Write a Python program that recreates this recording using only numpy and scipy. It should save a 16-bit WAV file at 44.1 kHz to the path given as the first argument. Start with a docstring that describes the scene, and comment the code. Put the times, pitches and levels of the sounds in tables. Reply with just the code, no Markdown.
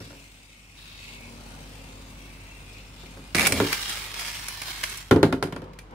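"""A metal-rimmed toy top spins on its tip in a plastic basin, close to the microphones, in a small room
with a fan: tip noise shakes the basin in time with the turning, over steady hum and a low rush.
A hand-held launcher is pressed onto the top: toothed chatter grinds until the latch catches.
Lifted, the top whirrs in the launcher's bearing, with clicks made of short plastic rings and bright snaps.
Released, it drops into the basin, bounces with hollow knocks of struck modes, and spins on."""
import sys
import numpy as np
from scipy import signal
from scipy.fft import rfft, irfft, next_fast_len
from scipy.io import wavfile
from scipy.ndimage import uniform_filter1d, map_coordinates

SR = 44100
rng = np.random.default_rng(int(sys.argv[2]) if len(sys.argv) > 2 else 0)


def output_pcm(signal):
    """Save a mono or channel-first signal as 16-bit PCM at the path in sys.argv[1].

    Samples are clipped to [-1, 1] before scaling.
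    """
    pcm = np.clip(np.atleast_2d(signal).T, -1, 1) * 32767
    wavfile.write(sys.argv[1], SR, np.round(pcm).astype(np.int16))


N = 261954  # length in samples

# the launcher: pressed on, latched, lifted clear of the basin, slipping loose; then the top settles on its tip
PRESS_S, LATCH_S, LIFT_S, RELEASE_S, SETTLE_S = 3.3465, 3.474, 3.61, 4.977, 5.45
REFERENCE_DB = -52  # the rumble level at which friction and lines have their listed levels


def spinning():
    """The top on its tip, a little to the left: that side is louder and hears it first."""
    tip_lead_s = 0.000308
    sides = np.array([[1], [-1]])
    tip = rumbling() + scraping()
    return filtered(tip, lambda hz: np.exp(1j * np.pi * hz * tip_lead_s * sides)) * amp(.8 * sides)


def rumbling():
    """The wandering tip shakes the basin: a broad rumble with lines at multiples of the turning rate."""
    # broad rumble: (frequency [Hz], density [dB per Hz])
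    rumble_spectrum = [(60, -14), (120, 9), (270, 5), (400, 5), (540, -0.5), (700, 1), (950, 3.5),
                       (1400, -8), (3000, -17), (8000, -56)]
    # upper lines: (multiple of the turning rate, relative level [dB])
    overtone_lines = [(4, -3), (5, -4), (12, -9), (13, -8), (14, -4), (15, -11), (17, -14)]
    # how far the drone's sixth line stands over its seventh: (time [s], lead [dB])
    drone_lean = [(.1, -14), (.4, 2), (1.3, 10), (1.65, -4.5), (3.0, -5.5)]
    drone_db = -7.5
    drone_grows = .15  # extra dB per dB of rumble: the lines stand out when the basin is shaken hard

    before, after, rumble_db = on_tip()
    angle = 2 * np.pi * turns()

    def line(order):
        return np.sqrt(2) * np.sin(order * angle + 0.3 * wobble(5))

    lean = amp(curves(drone_lean)[0] / 2)
    drone = amp(drone_db) * (lean * line(order=6) + line(order=7) / lean)
    overtones = amp(-9) * sum(amp(db + 1.4 * wobble(3.7)) * line(k) for k, db in overtone_lines)
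    lines = amp(drone_grows * (rumble_db - REFERENCE_DB)) * (drone + overtones)
    body = amp(-2.5) * drifting(noise(rumble_spectrum), depth_db=2.0)
    first_spell = before * (lines + body)
    second_spell = amp(-0.5) * after * (overtones + body)  # no drone after the drop
    return amp(rumble_db) * (first_spell + second_spell)


def scraping():
    """The tip rubs the floor: louder as it shakes more, and in swells where it crosses a rough patch."""
    # colours of the three bands: (frequency [Hz], density [dB per Hz])
    scrape_spectrum = [(900, -32), (1800, -17), (2150, 0), (2650, 0), (3200, -11), (6000, -22), (8000, -14),
                       (10000, -30)]
    rasp_spectrum = [(1500, -28), (2700, -4.5), (3200, -4), (3900, 1), (4700, -5), (6500, -27),
                     (12000, -38)]
    hiss_spectrum = [(1000, -2), (2800, -0.5), (5500, -2), (6800, -4.5), (8000, -4.5), (9800, -5),
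                     (11700, -13), (14500, -11.5)]
    # rough patches: (time [s], length [s], rasp level [dB], scrape level [dB])
    patches = [(.01, 0.053, -54.5, -72), (0.164, 0.08, -70, -55.5), (0.75, 0.28, -52, -60.5),
               (0.968, 0.19, -52, -50.5), (1.212, 0.064, -69, -50), (2.2, 0.6, -74, -57.5),
               (2.725, .08, -60, -51), (2.958, 0.08, -54, -61)]
    patch_attack_s, patch_t60_s = 0.039, 0.24
    patch_hiss_db = -1.5  # relative to the rasp
    landed_friction_db = -25  # after the drop the tip rubs far less

    before, after, rumble_db = on_tip()
    contact = before + amp(landed_friction_db) * after

    def steady(db, grows):
        """Level at the reference rumble, and dB gained per dB of rumble."""
        return contact * amp(db + grows * (rumble_db - REFERENCE_DB))

    swells = [(held(s, s + length, patch_attack_s, patch_t60_s), rasp_db, scrape_db)
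              for s, length, rasp_db, scrape_db in patches]
    rasp = np.max([swell * amp(db) for swell, db, _ in swells], axis=0)
    scrape = np.max([swell * amp(db) for swell, _, db in swells], axis=0)
    bands = [(np.hypot(steady(db=-54.5, grows=0.046), scrape), scrape_spectrum),
             (np.hypot(steady(db=-61.5, grows=1), rasp), rasp_spectrum),
             (np.hypot(steady(db=-52, grows=0.32), amp(patch_hiss_db) * rasp), hiss_spectrum)]
    return sum(level * chatter(colour, rate=500, scatter_db=3.5, t60=0.026, smooth=0.99, swing=0.047,
                               patchy_db=3.5) for level, colour in bands)


def on_tip():
    """Envelopes of the two spells in which the top stands in the basin, and its rumble in dB."""
    # how hard the tip shakes the basin, before the catch: (time [s], rumble level [dB])
    tip_before = [(.15, -53.5), (.3, -61.5), (.68, -66), (1.33, -48.5), (2.0, -51), (2.35, -54),
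                  (2.9, -57.5), (3.17, -50.5), (3.3, -55)]
    # and after the drop: (time [s], rumble level [dB])
    tip_after = [(5.5, -44.5), (5.68, -42), (5.79, -49.5), (5.88, -52), (5.935, -40)]
    before = held(0, PRESS_S, attack=0.0033, t60=0.046)
    after = held(SETTLE_S, N / SR, attack=0.13, t60=1)
    return before, after, curves(np.vstack([tip_before, tip_after]))[0]


def turns():
    """How many turns the top has made: it slows steadily."""
    spin_hz, slowing_hz_per_s = 40.1, .62  # turning rate at the start, and its loss each second
    t = np.arange(N) / SR
    return spin_hz * t - slowing_hz_per_s * t ** 2 / 2


def chatter(spectrum, rate, scatter_db, t60, smooth, swing, patchy_db):
    """Tiny contacts (rate per second) of uneven size over smooth rubbing, pressed harder once a turn."""
    hits = (rng.random(N) < rate / SR) * amp(scatter_db * rng.standard_normal(N))
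    power = signal.lfilter([1], [1, -amp(-120 / (t60 * SR))], hits ** 2)  # each contact dies away
    once_a_turn = 1 + swing * np.cos(2 * np.pi * turns())
    pressure = np.sqrt(power / power.mean() + abs(smooth)) * once_a_turn
    return drifting(stereo(pressure * rng.standard_normal((2, N)), spectrum), patchy_db)


def drifting(x, depth_db):
    """Narrow resonances that come and go as the top moves against its surroundings."""
    z = signal.stft(x, nperseg=1024)[2]
    across_pitch = uniform_filter1d(rng.standard_normal(z.shape[1:]), size=3, axis=0)
    field = uniform_filter1d(across_pitch, size=16, axis=1)  # smooth in time
    return unit(signal.istft(z * amp(depth_db * unit(field)), nperseg=1024)[1][:, :N])


def rim(x):
    """Colour by the resonances of the top's body."""
    # the top's resonances: (frequency [Hz], width [Hz], gain at the peak [dB])
    resonances = [(1750, 26, 1.5), (2160, 19, 8), (2282, 18, 2.5), (2360, 13, 7.5), (2470, 30, -3.5),
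                  (2900, 29, 1.5), (3255, 20, 5), (8130, 41, 7)]

    def response(hz):
        return 1 + sum((amp(db) - 1) * 1j * hz * w / (c * c - hz * hz + 1j * hz * w)
                       for c, w, db in resonances)

    return filtered(x, response)


def launcher():
    """The catch grinds on the top and shakes the basin; then the top runs on in the launcher's bearing."""
    # colours of the grinding teeth and the bearing: (frequency [Hz], density [dB per Hz])
    grinding_spectrum = [(290, -55), (500, -3), (538, -5), (807, -8.5), (1250, -5), (1740, -2.5), (2330, 2),
                         (2810, -4.5), (2980, -16), (3700, -8.5), (5710, -14), (7310, -15), (9920, -13),
                         (15300, -23), (16000, -21)]
    bearing_spectrum = [(240, -12), (400, -8.5), (579, -10), (1130, 0.5), (1230, -1.5), (1420, -1.5),
                        (1600, 0.5), (3070, 1), (4880, -1.5), (5350, -1.5), (6640, -6), (9610, -8.5),
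                        (12900, -11), (14600, -14), (16000, -9)]
    # the top running in the launcher: (time [s], whirr level before flutter [dB])
    whirr_level = [(3.55, -32.5), (3.74, -28.5), (3.82, -32.5), (3.89, -30), (4.14, -37.5), (4.23, -33),
                   (4.59, -38.5), (4.68, -34.5), (4.97, -37.5)]
    grind_db, shudder_db, flutter_db = -23.5, -30.5, 0.94

    grind = amp(grind_db) * held(PRESS_S, LATCH_S, attack=0.0032, t60=.12)
    shudder = amp(shudder_db) * held(PRESS_S, LIFT_S, attack=0.0021, t60=0.1205)
    flutter = flutter_db * wobble(35)
    whirr = amp(curves(whirr_level)[0] + flutter) * held(LATCH_S, RELEASE_S, attack=.006, t60=0.52)
    teeth = chatter(grinding_spectrum, rate=220, scatter_db=3, t60=.018, smooth=.15, swing=.15, patchy_db=3)
    bearing = chatter(bearing_spectrum, rate=520, scatter_db=2.5, t60=.018, smooth=1.1, swing=.1,
                      patchy_db=2.5)
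    rattle = grind * teeth + whirr * unit(rim(bearing))
    floor = shudder * noise([(35, -37), (75, 7.0), (130, -2.5), (190, 1.5), (260, 0.0), (400, -5),
                             (550, -6.0), (900, -12.5), (3000, -56)])
    return rattle * amp([[-.7], [.7]]) + floor  # the rattle sits a little to the right


def knocks():
    """The top strikes the basin: its floor booms; harder contacts bring more wall clack and tip crack."""
    # blows: (time [s], boom level [dB], hardness = clack and crack over the boom [dB], favoured pitch [Hz])
    blows = [(.0054, -42.5, -3, 105), (0.1043, -53.5, 8, 540), (.129, -50.5, -1, 530),
             (3.033, -47, -4, 400), (3.172, -45, -4, 550), (3.3484, -28, -7, 172), (3.5221, -29.5, 0, 253),
             (3.6009, -24, 5, 433), (3.62, -25, -20, 284), (5.1105, -10, -4.5, 244), (5.161, -17, -13, 297),
             (5.2294, -13, -2.5, 378), (5.3254, -23.5, 0, 256), (5.4259, -24, 2.5, 400),
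             (5.472, -38.5, -3, 300), (5.5241, -35, 2, 178), (5.5625, -37, 3, 373),
             (5.619, -39.5, -4.5, 400)]
    # modes of the basin's floor, then its walls: (frequency [Hz], relative level [dB], t60 [s])
    floor_modes = [(80.2, -15, 0.31), (104.3, -3.5, 0.25), (153.8, -8, 0.28), (174, -10, 0.28),
                   (199.8, -12.5, 0.3), (236.3, -7.5, 0.25), (263.8, -3.5, 0.19), (288.2, -4, 0.21),
                   (346.2, -5.5, 0.17), (374.3, -9, 0.22), (432.6, -1, 0.11), (507, -12.5, 0.16),
                   (542.7, -4.5, 0.14), (690, -24, 0.29)]
    wall_modes = [(846, -9.5, 0.06), (923, -5, 0.088), (998, -6, 0.071), (1091, -9, 0.094),
                  (1319, -15, 0.1), (1406, 2.5, 0.04), (1595, -12.5, 0.076), (1670, -18, 0.066)]
    # noise in the boom, the clack and the crack: (frequency [Hz], density [dB per Hz])
    boom_spectrum = [(30, -45), (70, -37), (110, -6), (250, -11), (400, -3), (600, -20), (900, -21),
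                     (2000, -32), (4000, -90)]
    clack_spectrum = [(300, -17), (650, 7.5), (950, -5), (1180, -1), (1430, 3.5), (1700, -0.5), (2400, -4),
                      (3500, -7.5), (8000, -35)]
    crack_spectrum = [(1000, -59), (2500, 0), (4000, 8.5), (6500, -1), (11000, -2.5), (16000, -17.5)]
    clack_db, crack_db = 0, -1  # relative to boom plus hardness

    out = np.zeros((2, N))
    t = np.arange(SR // 2) / SR
    for s, db, hardness_db, favoured_hz in blows:
        boom = amp(-1) * ringing(floor_modes, favoured_hz, t)
        boom = boom + amp(-2.5) * burst(boom_spectrum, t60=0.23, attack=0.00057)
        clack = amp(-3.5) * ringing(wall_modes, favoured_hz, t)
        clack = clack + amp(0.0) * burst(clack_spectrum, t60=0.066, attack=0.00033)
        crack = amp(-2) * burst(crack_spectrum, t60=0.019, attack=0.00037)
        crack = crack + amp(-18.0) * burst(crack_spectrum, t60=0.11, attack=0.0013)
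        hard = amp(hardness_db) * (amp(clack_db) * clack + amp(crack_db) * crack)
        add(out, s, amp(db) * (boom + hard))
    return out


def ringing(modes, favoured_hz, t):
    """Struck modes; the spot that is hit favours those around one pitch."""
    hz, db, t60 = np.transpose(modes)[:, :, None]
    spot_db = 9 * np.exp(-(np.log(hz / favoured_hz) / 0.076) ** 2) + rng.normal(0, 1, hz.shape)
    phase = rng.uniform(0, 2 * np.pi, hz.shape)
    partials = amp(db + spot_db - 60 * t / t60) * np.sin(2 * np.pi * hz * t + phase)
    return partials.sum(axis=0) * (1 - np.exp(-t / 0.00053))


def burst(spectrum, t60, attack):
    """A dying burst of noise, like many crowded modes struck at once."""
    t = np.arange(SR // 2) / SR
    return noise(spectrum, len(t)) * amp(-60 * t / t60) * (1 - np.exp(-t / attack))


def clicks():
    """Hard plastic and metal clicks: each a short plastic ring with a bright snap on top."""
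    # clicks: (time [s], level [dB], snap relative to that level [dB])
    click_rows = [(3.3474, -9.5, -26), (3.353, -9.5, -12), (3.4494, -11, -21), (3.4598, -5.5, -22),
                  (3.469, -7, -3.5), (3.522, -8.5, -7.5), (3.722, -19, -21), (3.728, -5.5, -16),
                  (3.894, -17.5, -10), (4.1408, -19.5, -18), (4.1945, -18, -12), (4.4837, -19.5, -4),
                  (4.6167, -18.5, -11), (4.832, -17.5, -16), (4.837, -8.5, -16.5), (4.897, -29.5, -0.5),
                  (4.973, -33, 5), (5.4347, -31, -3), (5.6413, -40, -27), (5.7335, -38.5, -26),
                  (5.7885, -27, -15), (5.9087, -43, -20)]
    # colours of the ring and the snap: (frequency [Hz], density [dB per Hz])
    ring_spectrum = [(300, -10.5), (1000, -3.5), (2300, 5.5), (3200, -2.5), (5000, -1.5), (7500, -11),
                     (14000, -16.5)]
    snap_spectrum = [(2000, -28), (5500, 5), (7200, 2), (10200, 8), (12500, -4.5), (15500, -7)]
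    out = np.zeros((2, N))
    for s, db, snap_db in list(click_rows) + skips():
        ring = amp(-9.5) * burst(ring_spectrum, t60=0.041, attack=0.00019)
        snap = amp(snap_db + 0.5) * burst(snap_spectrum, t60=0.033, attack=0.00089)
        add(out, s, amp(db) * (ring + snap))
    return rim(out) * amp([[-1], [1]])  # a little to the right


def skips():
    """Until the latch holds, the catch skips from tooth to tooth at an uneven pace: rows like the clicks'."""
    skips_per_s = 55  # typical pace
    level_db, scatter_db, snap_db = -12, 1, -15
    chance = rng.standard_normal((32, 2))
    times = PRESS_S + np.cumsum(np.exp(.25 * chance[:, 0])) / skips_per_s
    return [(s, level_db + scatter_db * size, snap_db)
            for s, size in zip(times, chance[:, 1]) if s < LATCH_S]


def room(x):
    """The walls' answer: a noise tail, each frequency dying at its own speed."""
    # reverberation of the small room: (frequency [Hz], t60 [s])
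    decay_times = [(100, 0.34), (500, 0.45), (2000, 0.2), (6000, 0.23), (15000, 0.23)]
    hz, t, z = signal.stft(noise([(100, -8), (2000, 4.0), (15000, 7.0)], SR), SR, nperseg=256)
    dying = z * amp(-60 * t / along(decay_times, hz)[:, None])
    tail = signal.istft(dying, SR, nperseg=256)[1]
    delayed = np.pad(x, ((0, 0), (400, 0)))  # 400 samples, about 9 ms, before the first answer
    return signal.fftconvolve(delayed, tail / np.linalg.norm(tail[0]), axes=1)[:, :N]


def background():
    """A hum from the fan and the mains, slightly unsteady in phase, and the low rush of the room."""
    # hum lines of the fan, and of the mains at 100 Hz: (frequency [Hz], level before the overall background
    # level [dB])
    hum_lines = [(47.7, -46.5), (100, -53.5), (143, -58.5), (177, -62)]
    # overall background level: (time [s], gain [dB])
    background_level = [(0, -5.5), (.55, -11.5), (.85, -5.5), (1.15, -4), (1.5, -1), (5.94, -3)]
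    # colour of the rush: (frequency [Hz], density [dB per Hz])
    air_spectrum = [(20, -1), (40, -1), (80, 4), (130, -2), (250, -4.5), (500, -15), (1200, -13),
                    (4000, -23), (15000, -48.5)]
    t = np.arange(N) / SR
    hum = sum(np.sqrt(2) * amp(db) * np.sin(2 * np.pi * hz * t + .12 * wobble(2.96))
              for hz, db in hum_lines)
    return amp(curves(background_level)[0]) * (hum + amp(-50.0) * noise(air_spectrum))


def stereo(pair, spectrum):
    """Colour two signals and blend them into left and right, alike or apart by frequency; rms 1."""
    # the likeness of the two channels: (frequency [Hz], correlation [0 to 1])
    likeness = [(60, 0.9), (130, 0.9), (290, 0.97), (640, 0.84), (1400, 0.039), (2400, 0.52), (3800, 0),
                (15000, 0.073)]

    def response(hz):
        turn = np.arccos(np.clip(along(likeness, hz), -1, 1)) / 2
        return amp(along(spectrum, hz)) * [np.cos(turn), np.sin(turn)]

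    mid, side = filtered(pair, response)
    return unit(np.array([mid + side, mid - side]))


def noise(spectrum, n=N):
    """Steady stereo noise of one colour, rms 1."""
    return stereo(rng.standard_normal((2, n)), spectrum)


def held(start, end, attack, t60):
    """Envelope: rises at start, holds until end, then dies away (all in seconds)."""
    t = np.arange(N) / SR
    return np.clip((t - start) / attack, 0, 1) * amp(-60 * np.maximum(t - end, 0) / t60)


def wobble(rate):
    """A smooth random curve, rate knots a second."""
    return map_coordinates(rng.standard_normal(int(N * rate / SR) + 4), [np.arange(N) * rate / SR])


def curves(rows):
    """One value per sample for each column after the time."""
    s, *cols = np.transpose(rows)
    return [np.interp(np.arange(N) / SR, s, c) for c in cols]


def along(points, hz):
    """Read (frequency [Hz], value) points on a log frequency axis."""
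    f, v = np.transpose(points)
    return np.interp(np.log(hz + 1), np.log(f + 1), v)


def filtered(x, response):
    """x times a response of frequency."""
    n = x.shape[-1]
    m = next_fast_len(n + 8192)
    return irfft(rfft(x, m) * response(np.fft.rfftfreq(m, 1 / SR)), m)[..., :n]


def add(track, s, sound):
    """Mix a sound into the track at s seconds."""
    part = track[:, max(0, round(s * SR)):][:, :sound.shape[-1]]
    part += sound[..., :part.shape[-1]]


def amp(db):
    """Decibels to amplitude."""
    return 10 ** (np.asarray(db) / 20)


def unit(x):
    """Scale to rms 1."""
    return x / np.sqrt(np.mean(x ** 2) + 1e-20)


def scene():
    """The top, launcher and background, and the blows with the room's answer."""
    steady = spinning() + launcher() + background()
    blows = knocks() + clicks()
    return steady + blows + amp(-8.5) * room(blows)


def record(dry):
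    """The microphones round off the loudest peaks, drop the deepest bass and keep nothing above a limit."""
    top_hz = 15700
    rounded = dry / (1 + np.abs(dry / .8) ** 6) ** (1 / 6)
    thinned = signal.sosfilt(signal.butter(6, 39, "highpass", fs=SR, output="sos"), rounded)
    return filtered(thinned, lambda hz: hz < top_hz)


dry = scene()
out = record(dry)
output_pcm(out)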